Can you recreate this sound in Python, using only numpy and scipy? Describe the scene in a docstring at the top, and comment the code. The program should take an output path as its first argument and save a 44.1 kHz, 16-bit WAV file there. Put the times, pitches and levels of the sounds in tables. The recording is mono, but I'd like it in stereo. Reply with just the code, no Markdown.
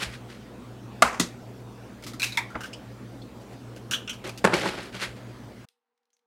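"""Cracking an egg in the kitchen

An egg is lifted from a foam carton, knocked twice on a stone counter and split over a plastic bowl;
the shells crackle back into the carton, which scrapes and bumps. Random runs of fractures and slips drive
the resonances of shell, counter, foam and carton; a hollow pop and wet drips slide in pitch, and noise
makes the echo. A fridge hums in steady tones over moving air until, near the end, the sound cuts
to a far quieter stretch of faint hiss and tiny shell ticks."""
import sys
import numpy as np
from scipy import signal
from scipy.fft import rfft, irfft, next_fast_len
from scipy.io import wavfile
from scipy.ndimage import uniform_filter1d

SR = 44100
rng = np.random.default_rng(int(sys.argv[2]) if len(sys.argv) > 2 else 0)


def bounce(signal):
    """Save signal as a 16-bit WAV file at the path given by the first command-line argument."""
    frames = np.transpose(np.atleast_2d(signal))
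    limited = np.clip(frames, -1, 1)
    pcm = np.round(limited * 32767).astype(np.int16)
    wavfile.write(sys.argv[1], SR, pcm)


N = 276066

# panel resonances of the carton: (frequency [Hz], nominal width [Hz], level [dB]); each use widens them
CARTON_PANELS = [(183.4, 15.7, 3), (361.6, 38, 3.5), (550, 44, -1), (820, 36, -3.5), (1084, 24.6, -9.5),
                 (1392, 110, -2)]
# likeness of the left and right sound fields: (frequency [Hz], correlation [-1 to 1])
LIKENESS = [(60, 0.7), (180, 0.97), (550, 0.8), (1650, 0.32), (4970, -0.077), (15000, 0.064)]


def amp(db):
    """Level definition: the amplitude gain of a level in dB."""
    return 10 ** (np.asarray(db) / 20)


def evened(x):
    """Energy normalization: scales to rms 1."""
    return x / np.sqrt(np.mean(x ** 2) + 1e-20)


def peaked(x):
    """Peak normalization: scales to peak 1."""
    return x / (abs(x).max() + 1e-20)


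def held(x):
    """Short-time energy normalization: scales to rms 1 over the loudest few milliseconds."""
    loudest_power = uniform_filter1d(x ** 2, size=256).max()
    return x / np.sqrt(loudest_power + 1e-20)


def read(points, hz):
    """Logarithmic frequency scale: interpolates a spectrum along it."""
    f, value = np.transpose(points)
    return np.interp(np.log(hz + 1), np.log(f + 1), value)


def add(mix, s, sound):
    """Superposition: mixes a sound in at s seconds."""
    part = mix[round(s * SR):][:len(sound)]
    part += sound[:len(part)]


def ring(x, hz, width):
    """Damped resonance: two poles whose radius sets the width in Hz."""
    r = np.exp(-np.pi * width / SR)
    return signal.lfilter([1 - r, 0, r - 1], [1, -2 * r * np.cos(2 * np.pi * hz / SR), r * r], x)


def band(x, lo_hz, hi_hz):
    """Band limitation: a gentle band-pass."""
    edges_hz = [lo_hz, min(hi_hz, 0.45 * SR)]
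    return signal.sosfilt(signal.butter(2, edges_hz, "band", fs=SR, output="sos"), x)


def slips(count, spread_db):
    """Stick-slip and fracture statistics: tiny events of uneven size, a few large."""
    size_db = spread_db * np.minimum(rng.exponential(1, count), 4)
    return rng.standard_normal(count) * amp(size_db)


def burst(length_s, spread_db):
    """Impact excitation: a sudden run of slips that dies with the contact."""
    t = np.arange(SR // 4) / SR
    return slips(len(t), spread_db) * np.exp(-(t / max(length_s, 1e-3)) ** 2)


def clumps(count, depth_db):
    """Intermittency: slips come in clumps a few milliseconds long."""
    crowding = evened(uniform_filter1d(rng.standard_normal(count), size=250))
    return slips(count, 2.8) * amp(depth_db * crowding)


def paired_noise(frames, hz):
    """Partial coherence: random left and right spectra share part of their phase and size."""
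    a, b, c, d = rng.standard_normal((frames, len(hz), 4)).T
    same = np.clip(read(LIKENESS, hz), -1, 1)[:, None]
    left = a + 1j * b
    right = same * left + np.sqrt(1 - same ** 2) * (c + 1j * d)
    return np.array([left, right])


def blow(db, thump_db, crunch_db, length_s, tilt_db, *settle):
    """Modal excitation: the knock rings egg and counter, high modes more in a harder blow; the shell crunches."""
    # modes of the egg: (frequency [Hz], level [dB], nominal decay time [s])
    egg_modes = [(668, 7.5, 0.014), (1170, 6.5, 0.015), (1378, 5, 0.018), (1660, -10, 0.037),
                 (1959, -2, 0.059), (2570, -6.5, 0.013), (3493, -7, 0.017)]
    # modes of the counter: (frequency [Hz], level [dB], nominal decay time [s])
    counter_modes = [(178, 1, 0.14), (241, 5.5, 0.14), (340, -24, 0.033)]
    drive = burst(length_s, 1.5)
    knock = sum(amp(d + tilt_db * np.log2(f / 1400)) * held(ring(drive, f, 2.3 / decay_s))
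                for f, d, decay_s in egg_modes)
    thump = sum(amp(d) * held(ring(drive, f, 1.9 / decay_s)) for f, d, decay_s in counter_modes)
    sound = amp(db) * peaked(band(knock, 750, 3000))
    sound += amp(thump_db) * held(band(thump, 120, 440))
    sound += amp(crunch_db) * held(band(drive, 3000, 10000))
    return sound + settling(*settle)


def settling(db, fade_db_per_s, treble_db):
    """Fracture relaxation: small fractures of the dented shell go on crunching and fade."""
    t = np.arange(SR // 4) / SR
    drive = clumps(len(t), 2.3)
    layers = evened(band(drive, 630, 2600)) + amp(treble_db) * evened(band(drive, 2600, 7000))
    edges = np.clip(t / 0.015, 0, 1) * np.clip((0.25 - t) / 0.05, 0, 1)
    return amp(db - fade_db_per_s * t) * layers * edges


def crack(ratios, db, hz, low_db, upper_db, fizz_db, length_s):
    """Brittle fracture: a snap, then fractures ring the curved shell at three pitches and spray splinters."""
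    shell_q = 12  # ring pitch over ring width
    snap_db = 11.5  # peak of the first snap over the splinters
    snap = burst(0.001, 2.0)
    drive = burst(length_s, 2.8) + 2.27 * snap
    rings = ((hz, 0), (ratios[0] * hz, low_db), (ratios[1] * hz, upper_db))
    shell = 0
    for f, d in rings:
        first_pass = ring(drive, f, f / shell_q)
        shell = shell + amp(db + d) * held(ring(first_pass, f, 0.75 * f))
    first_snap = amp(snap_db) * peaked(band(drive, 1890, 6400))
    splinters = held(band(drive, 3340, 12000))
    return shell + amp(fizz_db) * (first_snap + splinters)


def ticks():
    """Small-scale fracture: rows for tiny cracks that are nearly all splinters."""
    # tiny shell ticks: (time [s], splinters [dB])
    tick_rows = [(5.977, -83.5), (6.032, -87), (6.055, -81), (6.104, -78), (6.167, -74), (6.192, -81)]
    pitch_hz, ring_over_splinters_db, tearing_s = 2100, -19.5, 0.0055
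    return [(s, db + ring_over_splinters_db, pitch_hz, -3, 3, db, tearing_s) for s, db in tick_rows]


def pocket(db, first_hz, last_hz, width_hz, length_s):
    """Cavity resonance: a pocket of air, hollow or wet, rings briefly while its pitch slides."""
    t = np.arange(SR // 4) / SR
    hz = last_hz + (first_hz - last_hz) * np.exp(-1.5 * t / length_s)
    r = np.exp(-np.pi * width_hz / SR)
    push = burst(length_s, 0.51) + 1j * burst(length_s, 0.83)
    waver = signal.lfilter([1], np.poly([r, r]), push)  # twice smoothed: no bright click
    carrier = np.exp(2j * np.pi * np.cumsum(hz) / SR)
    return amp(db) * held((waver * carrier).real)


def stroke(boom_db, hiss_db, rows):
    """Stick-slip friction: dense slips squeak on the foam, boom in the carton and hiss."""
    # squeak resonances of the foam: (frequency [Hz], width [Hz], level [dB])
    foam_modes = [(1600, 290, -4.5), (2010, 1300, 7.5), (2910, 1800, -2), (4200, 1900, -2)]
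    s, pressure_db = np.transpose(rows)
    t = np.arange(s[0], s[-1], 1 / SR)
    drive = clumps(len(t), 1.92)
    squeak = band(sum(amp(d) * evened(ring(drive, f, w)) for f, w, d in foam_modes), 674, 4900)
    boom = sum(amp(d) * ring(slips(len(t), 3.9), f, 1.9 * w) for f, w, d in CARTON_PANELS)
    boom = band(boom, 150, 890)
    hiss = band(drive, 6800, 11500)
    layers = evened(squeak) + amp(boom_db) * evened(boom) + amp(hiss_db) * evened(hiss)
    edges = np.clip(np.minimum(t - s[0] + 0.0013, s[-1] - t) / 0.0026, 0, 1)
    return amp(np.interp(t, s, pressure_db)) * layers * edges


def bump(db, bright_db, length_s):
    """Damped panel vibration: a dull knock through the panels of the carton."""
    drive = burst(length_s, 4.7)
    panels = sum(amp(d) * held(ring(drive, f, 2.16 * w)) for f, w, d in CARTON_PANELS)
    brightness = held(band(drive, 3900, 10000))
    return amp(db) * peaked(band(panels, 210, 2850)) + amp(bright_db) * brightness


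def thud(db):
    """Low-frequency resonance: a soft push rings the cabinet under the counter."""
    thud_hz, fade_s = 61.4, 0.017
    t = np.arange(SR // 4) / SR
    return amp(db) * peaked(t * np.exp(-t / fade_s) * np.sin(2 * np.pi * thud_hz * t))


def counter_top(x):
    """Early scattering: bowl and counter scatter the treble; what one side gains the other loses."""
    t = np.arange(600) / SR
    scatter = band(rng.standard_normal(600) * np.exp(-t / 0.0025), 3800, 20000)
    scatter /= np.linalg.norm(scatter)
    return np.outer([1, -1], signal.fftconvolve(x, scatter)[:N])


def kitchen(x):
    """Diffuse reverberation: energy lingers band by band and returns with random phases, alike in the bass."""
    # reverberation time of the kitchen: (frequency [Hz], t60 [s])
    decay_times = [(200, 0.34), (600, 0.37), (1500, 0.29), (3000, 0.26), (6000, 0.21), (12000, 0.23)]
    # colour of the echo: (frequency [Hz], level [dB])
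    echo_colour = [(100, -11.5), (300, -2.5), (1000, 1), (4000, 1), (12000, 1)]
    hz, _, z = signal.stft(x, SR, nperseg=512, noverlap=384)
    power = uniform_filter1d(abs(z) ** 2, size=5, axis=0)
    # share of the energy kept from one frame to the next, 128 samples on
    keep = amp(-120 * 128 / SR / np.maximum(read(decay_times, hz), 0.05))
    power = np.array([signal.lfilter([1 - k], [1, -k], p) for k, p in zip(keep, power)])
    size = np.sqrt(abs(power)) * amp(read(echo_colour, hz))[:, None]
    z = size * paired_noise(power.shape[1], hz)
    tail = signal.istft(z, SR, nperseg=512, noverlap=384)[1]
    return np.pad(tail, ((0, 0), (330, 0)))[:, :N]  # the echo starts 330 samples late


def wash(spectrum, patchy_db):
    """Noise synthesis: random short-time spectra with drifting patches, partly alike left and right."""
    frames, hz = N // 512 + 5, np.fft.rfftfreq(2048, 1 / SR)
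    patches = rng.standard_normal((len(hz), frames))
    patches = uniform_filter1d(patches, size=20, axis=0)  # along frequency
    patches = evened(uniform_filter1d(patches, size=6, axis=1))  # along time
    z = paired_noise(frames, hz) * amp(read(spectrum, hz)[:, None] + patchy_db * patches)
    return evened(signal.istft(z, nperseg=2048, noverlap=1536)[1][:, :N])


def fridge():
    """Beating of near tones: steady motor tones over moving air, ended by a cut."""
    # motor hum: (frequency [Hz], rms level [dB], time in step with the mains buzz [s]); near neighbours beat
    hum_tones = [(59.27, -59.7, 0), (77.94, -70.6, 0), (91.85, -71.4, 0), (113.66, -55.2, .0766),
                 (118.62, -54.5, .1325), (120, -48.8, 0), (194.36, -55, 0), (233.8, -62.3, 0),
                 (240.07, -60.4, 0)]
    # spectrum of the moving air: (frequency [Hz], relative level [dB])
    air_spectrum = [(15, -56.5), (25, -22.5), (59, -14), (84, -18.5), (99, -15), (120, -15), (137, 1),
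                    (153, -31), (185, -10), (242, -6), (451, -13), (489, -11), (560, -14.5), (1160, -21),
                    (16000, -39)]
    air_db, mains_hz, cut_s = -45, 120, 5.654
    t = np.arange(N) / SR
    hum = 0
    for hz, db, crest_s in hum_tones:
        turns = mains_hz * t - (mains_hz - hz) * (t - crest_s)
        hum = hum + np.sqrt(2) * amp(db) * np.cos(2 * np.pi * turns)
    before_cut = np.clip((cut_s - t) / 0.0076 + 0.5, 0, 1) ** 2
    return (hum + amp(air_db) * wash(air_spectrum, patchy_db=2.3)) * before_cut


def faint_hiss():
    """Background noise floor: a hiss with faint tones that lasts throughout."""
    # spectrum of the hiss: (frequency [Hz], relative level [dB])
    hiss_spectrum = [(88, -59.5), (150, -30.5), (231, -14), (398, -24.5), (475, 1), (545, -25.5), (774, -9),
                     (837, -7), (16000, -35.5)]
    # tones under the hiss: (frequency [Hz], rms level [dB])
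    faint_tones = [(236.9, -102), (479.1, -91.5), (775.2, -95.5), (958.2, -103)]
    hiss_db = -85.5
    t = np.arange(N) / SR
    tones = sum(np.sqrt(2) * amp(db) * np.sin(2 * np.pi * hz * t) for hz, db in faint_tones)
    return tones + amp(hiss_db) * wash(hiss_spectrum, patchy_db=1.5)


def scene():
    """Superposition of sources: hands at work close by, their echo, the fridge and the faint hiss."""
    # blows of the egg on the counter: (time [s], knock peak [dB], thump [dB], crunch [dB], contact time [s],
    # hardness [dB per octave], settling level [dB], settling fade [dB per s], settling treble [dB])
    blow_rows = [(1.0215, -0.5, -28, -14.5, 0.0093, -4.5, -27.5, 94.5, -9.5),
                 (1.1975, -9, -19.5, -17, 0.013, 17, -32.5, 397, 11)]
    # shell cracks: (time [s], ring [dB], shell pitch [Hz], low ring over it [dB], upper ring over it [dB],
    # splinters [dB], tearing time [s])
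    crack_rows = [(2.025, -51.5, 2300, -2, -18, -50, 0.014), (2.038, -58.5, 2300, -5, -17, -43.5, 0.017),
                  (2.066, -53, 2080, 9, -13, -41, 0.038), (2.135, -50.5, 2070, 6.5, -16, -45, 0.02),
                  (2.197, -33, 2530, -10, -7, -35.5, 0.018), (2.219, -24, 2410, -32, -3, -31, 0.0089),
                  (2.229, -20.5, 2620, -10, -33, -27, 0.018), (2.242, -41, 2490, -16, -5, -28, 0.0099),
                  (2.258, -37, 2530, -14, -8, -38, 0.048), (2.322, -43.5, 2450, -13, 7, -45, 0.018),
                  (2.345, -42, 2400, -15, -13, -47, 0.024), (2.373, -18.5, 2187, -44, -4.5, -29, 0.018),
                  (2.503, -60.5, 2280, 16, -7, -54.5, 0.032), (2.607, -46, 2850, 11, -9, -44.5, 0.023),
                  (2.635, -42, 2900, 8.5, -19, -45, 0.022), (2.658, -69, 2930, 2, -12, -47.5, 0.026),
                  (3.763, -54.5, 2950, 4, -18, -48.5, .022), (3.911, -32.5, 2980, 0, -1, -30.5, 0.042),
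                  (3.935, -21, 3150, -6, -16, -35, 0.02), (4.076, -32.5, 2800, -11, -8, -55, 0.02),
                  (4.095, -31, 3030, -14, -5, -39, 0.021), (4.132, -53.5, 3160, 4.5, -12, -47, 0.024),
                  (4.293, -38.5, 2440, -11.5, -17, -40.5, 0.011), (4.376, -54, 2860, -4, -21, -41.5, 0.019),
                  (5.687, -76, 2750, -2, -23, -56, 0.0038), (6.131, -91, 3200, 0.5, 23.5, -79, 0.017)]
    # low and upper ring of the full and the empty shell: (low pitch, upper pitch) [ratio to shell pitch]
    full_rings = (0.62, 1.586)
    empty_rings = (0.523, 1.94)
    # hollow pop of the opening egg, then wet sounds of yolk and white:
    # (time [s], level [dB], first pitch [Hz], last pitch [Hz], width [Hz], length [s])
    pocket_rows = [(2.373, -29, 920, 944, 61.3, 0.017), (2.546, -37, 1550, 1460, 250, 0.0036),
                   (2.5535, -28.5, 1918, 378, 1030, 0.016), (2.554, -34.5, 452, 302, 400, 0.013),
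                   (2.7305, -38.5, 2660, 3130, 400, 0.017), (2.7305, -41.5, 5140, 5160, 900, 0.018),
                   (2.733, -43.5, 7200, 7450, 4020, 0.012), (3.217, -49, 4250, 4420, 300, 0.011),
                   (3.217, -52, 3480, 3530, 350, 0.014)]
    # rubbing on the carton: (boom [dB], hiss [dB], pressure as rows of (time [s], squeak [dB]))
    stroke_rows = [(-11, -10, [(0.0, -35.5), (.03, -27.5), (.086, -50), (.148, -41), (.182, -62),
                   (.268, -66), (.302, -47.5), (.374, -58), (.5, -64)]), (4, -6, [(3.4, -67), (3.422, -57),
                   (3.45, -73), (3.534, -52.5), (3.6, -87)]), (1.5, -10, [(4.24, -46), (4.25, -37.5),
                   (4.298, -41), (4.312, -60), (4.35, -67)]), (-3.5, -12, [(4.462, -24), (4.475, -61),
                   (4.522, -43), (4.544, -20.5), (4.565, -32.5), (4.676, -32.5), (4.692, -28.5),
                   (4.708, -39), (4.844, -43), (4.906, -51)]), (-15, -11, [(4.92, -56), (4.95, -37.5),
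                   (4.986, -43), (5.028, -24.5), (5.078, -46.5), (5.142, -64), (5.172, -49.5),
                   (5.194, -58.5), (5.45, -61)])]
    # bumps of the carton: (time [s], peak [dB], brightness [dB], contact time [s])
    bump_rows = [(.024, -52, -38, 0.029), (4.247, -39, -64, .0023), (4.276, -48, -39, .0041),
                 (4.442, -7, -30, 0.01), (4.449, -3.5, -23.5, 0.007), (4.473, -7, -51, 0.0057),
                 (4.492, -21.5, -58, .025), (4.52, -20.5, -54, .012), (4.533, -10, -47, 0.016),
                 (4.541, -40, -34, 0.0042), (4.566, -20, -36, 0.0087), (4.596, -29, -35.5, 0.0046),
                 (4.633, -19, -47, .012), (4.655, -16.5, -40, 0.017), (4.687, -26.5, -54, 0.0053),
                 (4.74, -28, -51, 0.012), (4.778, -28.5, -54, 0.021), (4.83, -43, -45, 0.0095),
                 (4.945, -28.5, -52, 0.018)]
    # weight shifting on the counter, felt as a deep thud: (time [s], peak [dB])
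    thud_rows = [(0.06, -38), (1.041, -39.5), (1.199, -52.5), (2.555, -45), (4.56, -40.5), (4.779, -45.5),
                 (5.07, -45)]
    open_s = 2.55  # the egg has dropped: from here the halves ring empty
    scatter_db, echo_db = -6.5, -5
    near, deep = np.zeros(N), np.zeros(N)
    for table, source in ((blow_rows, blow), (bump_rows, bump), (pocket_rows, pocket)):
        for s, *row in table:
            add(near, s, source(*row))
    for s, *row in crack_rows + ticks():
        ratios = full_rings if s < open_s else empty_rings
        add(near, s, crack(ratios, *row))
    for boom_db, hiss_db, rows in stroke_rows:
        add(near, rows[0][0], stroke(boom_db, hiss_db, rows))
    for s, db in thud_rows:
        add(deep, s, thud(db))
    hands = near + amp(scatter_db) * counter_top(near) + amp(echo_db) * kitchen(near) + deep
    return hands + fridge() + faint_hiss()


def record(dry):
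    """Transducer response: microphones dull the top and differ in colour; overload clips; then the band limit."""
    # response of the microphones: (frequency [Hz], level [dB])
    microphone = [(1000, 0), (2200, -1.5), (3200, -1.5), (5000, -1.5), (8000, -3), (12000, -6.5),
                  (16000, -4.5)]
    # difference of the two channels: (frequency [Hz], left over right [dB])
    lean = [(60, -0.5), (240, -1.5), (950, -1.5), (3770, 1.5), (15000, 1)]
    edge_hz = 16000
    size = next_fast_len(N + 4096)
    hz = np.fft.rfftfreq(size, 1 / SR)
    colour = amp(read(microphone, hz) + np.outer([0.5, -0.5], read(lean, hz)))
    heard = irfft(rfft(dry, size) * colour, size)[:, :N]
    clipped = np.clip(heard, -1, 1)
    low_pass = signal.firwin(511, edge_hz, window=("kaiser", 9), fs=SR)
    return signal.oaconvolve(clipped, low_pass[None], "same")


dry = scene()
out = record(dry)
bounce(out)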